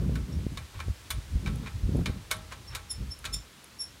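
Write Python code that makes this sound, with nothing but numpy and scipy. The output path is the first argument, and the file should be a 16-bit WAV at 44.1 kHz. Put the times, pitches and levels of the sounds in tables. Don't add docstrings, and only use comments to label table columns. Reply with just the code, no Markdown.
import sys
import numpy as np
from scipy import signal
from scipy.fft import rfft, irfft
from scipy.io import wavfile
from scipy.ndimage import uniform_filter1d

SR = 44100
rng = np.random.default_rng(int(sys.argv[2]) if len(sys.argv) > 2 else 0)


def unload_wav(signal):
    wavfile.write(
        sys.argv[1],
        SR,
        np.round(np.clip(np.atleast_2d(signal).T, -1, 1) * 32767).astype(np.int16),
    )


N = 176400


def undb(db):
    return 10 ** (np.asarray(db) / 20)


def unit(x):
    return x / np.sqrt(np.mean(x ** 2) + 1e-18)


def fade(t, t60):
    return np.exp(-np.log(1000) * t / t60)


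def envelope(rows):
    return undb(np.interp(np.arange(N) / SR, *np.array(rows).T))


def colour(hz, points):
    f, db = np.array(points).T
    return undb(np.interp(np.log(np.maximum(hz, 1)), np.log(f), db))


def noise(points, size):
    hz = np.fft.rfftfreq(size, 1 / SR)
    phases = np.exp(2j * np.pi * rng.random(len(hz)))
    return unit(irfft(colour(hz, points) * phases, size))


def wander(per_s, size):
    steps = np.arange(size) / SR * per_s
    return np.interp(steps, np.arange(size), rng.standard_normal(size))


# f/Hz, relative density level/dB
LEAF_SPECTRUM = [(59, -26), (100, -6), (330, -5.5), (774, -12), (977, -9), (2320, -11), (3690, -11.5),
                 (9340, -18.5), (15500, -27)]
# t/s, level/dB
LEAF_LEVEL = [(0, -53.5), (1.1, -52), (2.4, -53), (3.1, -53.5), (4, -54.5)]
def leaves():
    return noise(LEAF_SPECTRUM, N) * envelope(LEAF_LEVEL)


def eddies(spectrum, window_s=0.034):
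    pressure = noise(spectrum, N)
    power = abs(signal.hilbert(pressure)) ** 2 / 2
    return pressure / np.sqrt(uniform_filter1d(power, int(window_s * SR)) + 1e-9)


# t/s, relative level/dB
BUFFET_LEVEL = [(0.07, -30.5), (0.25, -33), (0.27, -55), (0.37, -27), (0.42, -39), (0.65, -42.5),
                (0.67, -59), (0.74, -56), (0.765, -38), (0.85, -43.5), (0.9, -23), (0.95, -54),
                (1.09, -53.5), (1.12, -40), (1.185, -30), (1.22, -48), (1.29, -45.5), (1.36, -24),
                (1.42, -43.5), (1.48, -31), (1.73, -46.5), (1.75, -29.5), (1.81, -44), (1.85, -20.5),
                (1.88, -35), (2.01, -27.5), (2.04, -39), (2.09, -36.5), (2.29, -53.5), (2.34, -46),
                (2.66, -52), (2.72, -41.5), (2.89, -54.5), (3.02, -32.5), (3.07, -44), (3.09, -35),
                (3.15, -57), (3.36, -37), (3.53, -70.5), (3.84, -59)]
FLUTTER_LEVEL = [(0.08, -30.5), (0.17, -33), (0.26, -49.5), (0.29, -36.5), (0.44, -37.5), (0.485, -60),
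                 (0.52, -37), (0.57, -53), (0.7, -68), (0.86, -47), (0.88, -57), (0.91, -74), (1.05, -77),
                 (1.18, -47.5), (1.22, -69), (1.38, -41.5), (1.39, -46), (1.48, -32.5), (1.64, -39),
                 (1.7, -51.5), (1.79, -51), (1.84, -38.5), (2.01, -28), (2.05, -40), (2.1, -31.5),
                 (2.13, -49), (2.16, -34.5), (2.26, -68), (2.37, -47.5), (2.5, -61.5), (2.96, -64),
                 (3.01, -36), (3.17, -69), (3.36, -46), (3.44, -65)]
# f/Hz, relative density level/dB
BUFFET_SPECTRUM = [(25, -70), (33, -24), (48, 1.5), (72, 2), (110, -6), (170, -24.5), (300, -31.5),
                   (700, -99)]
FLUTTER_SPECTRUM = [(15, -71), (60, -18), (125, 4.5), (200, 0.5), (300, -10), (500, -19.5), (750, -31.5),
                    (1500, -37.5), (4000, -53)]
def gusts():
    buffets = undb(1) * envelope(BUFFET_LEVEL) * eddies(BUFFET_SPECTRUM)
    flutter = envelope(FLUTTER_LEVEL) * eddies(FLUTTER_SPECTRUM)
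    return buffets + flutter


# t/s, width/s, peak level before the bass cut/dB
AIR_PUFFS = [(0.095, 0.0012, -19), (0.467, 0.0014, -16.5), (0.884, 0.001, -27), (1.357, 0.0031, -19),
             (1.893, 0.0017, -16), (1.949, 0.0011, -18), (1.956, 0.0011, -18), (1.993, 0.00093, -20),
             (2.098, 0.0027, -16.5)]
def puffs(bass_cut_hz=41.7):
    pressure = np.zeros(N)
    for at, width, db in AIR_PUFFS:
        u = (np.arange(N) / SR - at) / width
        pressure += undb(db) * (1 - u ** 2) / (1 + u ** 2) ** 2
    return signal.sosfilt(signal.butter(2, bass_cut_hz, "high", fs=SR, output="sos"), pressure)


def add(out, start, x):
    i = max(int(start * SR), 0)
    out[i:i + len(x)] += x[:len(out) - i]


# f/Hz, relative level/dB, T60/s
WOOD_MODES = [(630, -17, 0.54), (817, -19, 0.78), (1108, -12.5, 0.35), (1321.5, -8, 0.34), (1557, -5, 0.16),
              (1670, -7, 0.12), (1830, -13, 0.16), (2194, -1.5, 0.091), (2373, -5, 0.17),
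              (3014, -2.5, 0.089), (3730, -14, 0.067), (6800, -7, .07), (9300, -9.5, 0.16),
              (12000, -11, 0.066)]
def wood_modes(t, hardness, scatter_db=1.5):
    ring = np.zeros(len(t))
    for hz, db, t60 in WOOD_MODES:
        gain = undb(db + scatter_db * rng.standard_normal()) * colour(hz, hardness)
        ring += gain * fade(t, t60) * np.sin(2 * np.pi * (hz * t + rng.random()))
    return ring


# f/Hz, relative density level/dB
WOOD_SPECTRUM = [(150, -45), (450, -4), (700, -8.5), (1050, 0), (1900, -2), (2350, 1), (2700, -3.5),
                 (3250, -4), (3700, 4), (4800, -6), (7200, -7), (13000, -17.5), (15800, -27)]
def wood_noise(gain, size):
    return irfft(rfft(noise(WOOD_SPECTRUM, size)) * gain)


# t/s, level/dB, gain at 4 kHz/dB, gain at 11 kHz/dB, chatter time/s,
# f of the struck spot/Hz, relative level of its ring/dB
LINKAGE_BLOWS = [(0.1549, -35.5, -3, -1, 0.00072, 1480, -4), (0.5732, -33.5, -2, -2.5, 0.0028, 1110, -6.5),
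                 (0.7913, -40.5, -9, -8, .003, 1090, -2), (0.8024, -32.5, -7, -8, 0.0034, 2380, -5),
                 (1.104, -39.5, 2, 18, .004, 1495, 4.5), (1.1052, -31, 3, 2, 0.0039, 3460, -2.5),
                 (1.461, -31.5, -6, -11.5, .0022, 2304, -3.5), (1.4718, -37.5, -3, -6, 0.0092, 985, -7),
                 (1.661, -38.5, -3, -12, .001, 1065, -3), (1.670, -34.5, -9.5, -13, 0.0084, 2413, -5),
                 (2.0583, -28, 2, -4.5, 0.0012, 2387, -7.5), (2.3074, -40, 1, -3, .002, 1330, 1),
                 (2.3122, -24.5, 2, 6.5, 0.0022, 2207, -3.5), (2.3158, -33, -4, 3, 0.0014, 1502, 3.5),
                 (2.5211, -35.5, -4.5, -6, 0.0079, 1057, -2.5), (2.7498, -31.5, -0.5, 5, 0.006, 2410, -4),
                 (3.2424, -36, -3, -6, .002, 1380, -7), (3.252, -31.5, 1.5, 0.5, 0.0067, 2540, -6)]
def knocks(attack_s=0.00011, tail_corner_hz=1490):
    out, size = np.zeros(N), 16384
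    t, hz = np.arange(size) / SR, np.fft.rfftfreq(size, 1 / SR)
    attack = np.minimum(t / attack_s, 1)
    bright = np.sqrt(hz / 3000)
    dull = 1 / np.hypot(1, hz / tail_corner_hz)
    for start, db, middle_db, treble_db, chatter_s, spot_hz, spot_db in LINKAGE_BLOWS:
        hardness = [(1800, 0), (4000, middle_db), (11000, treble_db)]
        blow = colour(hz, hardness)
        since_chatter = np.maximum(t - chatter_s, 0)
        crack = undb(3) * wood_noise(blow * bright, size) * fade(t, t60=0.0023)
        clack = undb(-3.7) * wood_noise(blow, size) * fade(since_chatter, t60=0.079)
        tail = undb(-9.5) * wood_noise(blow * dull, size) * fade(t, t60=0.32)
        body = undb(-10) * wood_modes(t, hardness)
        spot = undb(spot_db) * fade(t, t60=0.079) * np.sin(2 * np.pi * spot_hz * t)
        add(out, start, undb(db) * attack * (crack + clack + tail + body + spot))
    return out


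# multiple of a third of the squeak's frequency, relative level/dB
RASP_PARTIALS = [(2, 0), (4, 3.5), (5, -1.5), (6, -2.5), (7, -10.5), (8, -9)]
# f/Hz, relative density level/dB
SCRAPE_SPECTRUM = [(800, -7), (1800, 1.5), (6000, 0), (10000, 1), (15500, -7)]
def rasp(phase, hz, waver=0.017):
    size = len(phase)
    drift = 2 * np.pi * np.cumsum(hz * waver * wander(per_s=700, size=size)) / SR
    slip_phase = (phase + drift) / 3
    partials = sum(undb(db) * np.sin(k * slip_phase) for k, db in RASP_PARTIALS)
    return partials + undb(-5.5) * noise(SCRAPE_SPECTRUM, size)


# t/s, duration/s, f/Hz, level/dB, relative levels of octave/dB and rasp/dB
SHAFT_SQUEAKS = [(0.32, 0.012, 5520, -47, -26, -35), (2.67, 0.026, 5390, -42.5, -18, -30),
                 (2.893, 0.026, 5364, -32.5, -2, -10), (3.102, 0.024, 5320, -38, -10, -23),
                 (3.324, 0.024, 5348, -29.5, -11, -5.5), (3.786, 0.04, 5417, -29.5, -2.5, -22.5)]
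def squeaks(release_s=0.0085, sag_per_s=0.4, waver=0.018):
    out, size = np.zeros(N), 4096
    t = np.arange(size) / SR
    for start, length, hz, db, octave_db, rasp_db in SHAFT_SQUEAKS:
        swell = np.minimum(t / length, 1) ** 0.9
        grip = swell * np.clip((length - t) / release_s + 0.5, 0, 1)
        grip /= grip.max()
        pitch = hz * (1 + sag_per_s * (length - t) + waver * wander(per_s=700, size=size))
        phase = 2 * np.pi * np.cumsum(pitch) / SR
        whistle = np.sin(phase) + undb(octave_db) * np.sin(2 * phase)
        roughness = undb(rasp_db) * grip ** 1.4 * rasp(phase, hz)
        add(out, start, undb(db) * grip * (whistle + roughness))
    return out


def frame_ring(squeak, split_hz=9200):
    t = np.arange(N // 10) / SR
    white = rng.standard_normal(len(t))
    low = signal.sosfiltfilt(signal.butter(2, split_hz, fs=SR, output="sos"), white)
    response = low * fade(t, t60=0.19) + (white - low) * fade(t, t60=0.1)
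    response /= np.linalg.norm(response)
    return squeak + undb(-3) * signal.fftconvolve(squeak, response)[:N]


# t of the peak/s, duration/s, level/dB
ROD_RUBS = [(0.758, 0.043, -52), (1.648, 0.051, -53.5), (2.519, 0.018, -47.5), (2.753, 0.086, -47)]
def rubs(top_hz=2400, grain_db=0.5):
    t = np.arange(N) / SR
    swells = sum(undb(db) * np.exp(-(2 * (t - at) / length) ** 2) for at, length, db in ROD_RUBS)
    friction = signal.sosfilt(signal.butter(2, top_hz, fs=SR, output="sos"), noise(WOOD_SPECTRUM, N))
    grain = undb(-grain_db * wander(per_s=450, size=N))
    return swells * unit(friction * grain)


# t/s, level/dB
SHAFT_SLIPS = [(1.554, -49), (1.965, -47.5), (2.364, -48), (3.187, -49), (3.639, -47.5)]
# f/Hz, relative density level/dB
SLIP_SPECTRUM = [(9300, -18), (10700, 1), (12800, -24)]
def slips(length_s=0.01):
    out, size = np.zeros(N), int(length_s * SR)
    for start, db in SHAFT_SLIPS:
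        add(out, start, undb(db) * np.hanning(size) * noise(SLIP_SPECTRUM, size))
    return out


def scene():
    whirligig = knocks() + rubs() + frame_ring(squeaks()) + slips()
    return (whirligig + gusts() + puffs() + leaves())[None]


def record(dry):
    return signal.sosfilt(signal.ellip(12, 0.2, 90, 15800, fs=SR, output="sos"), dry)


dry = scene()
out = record(dry)
unload_wav(out)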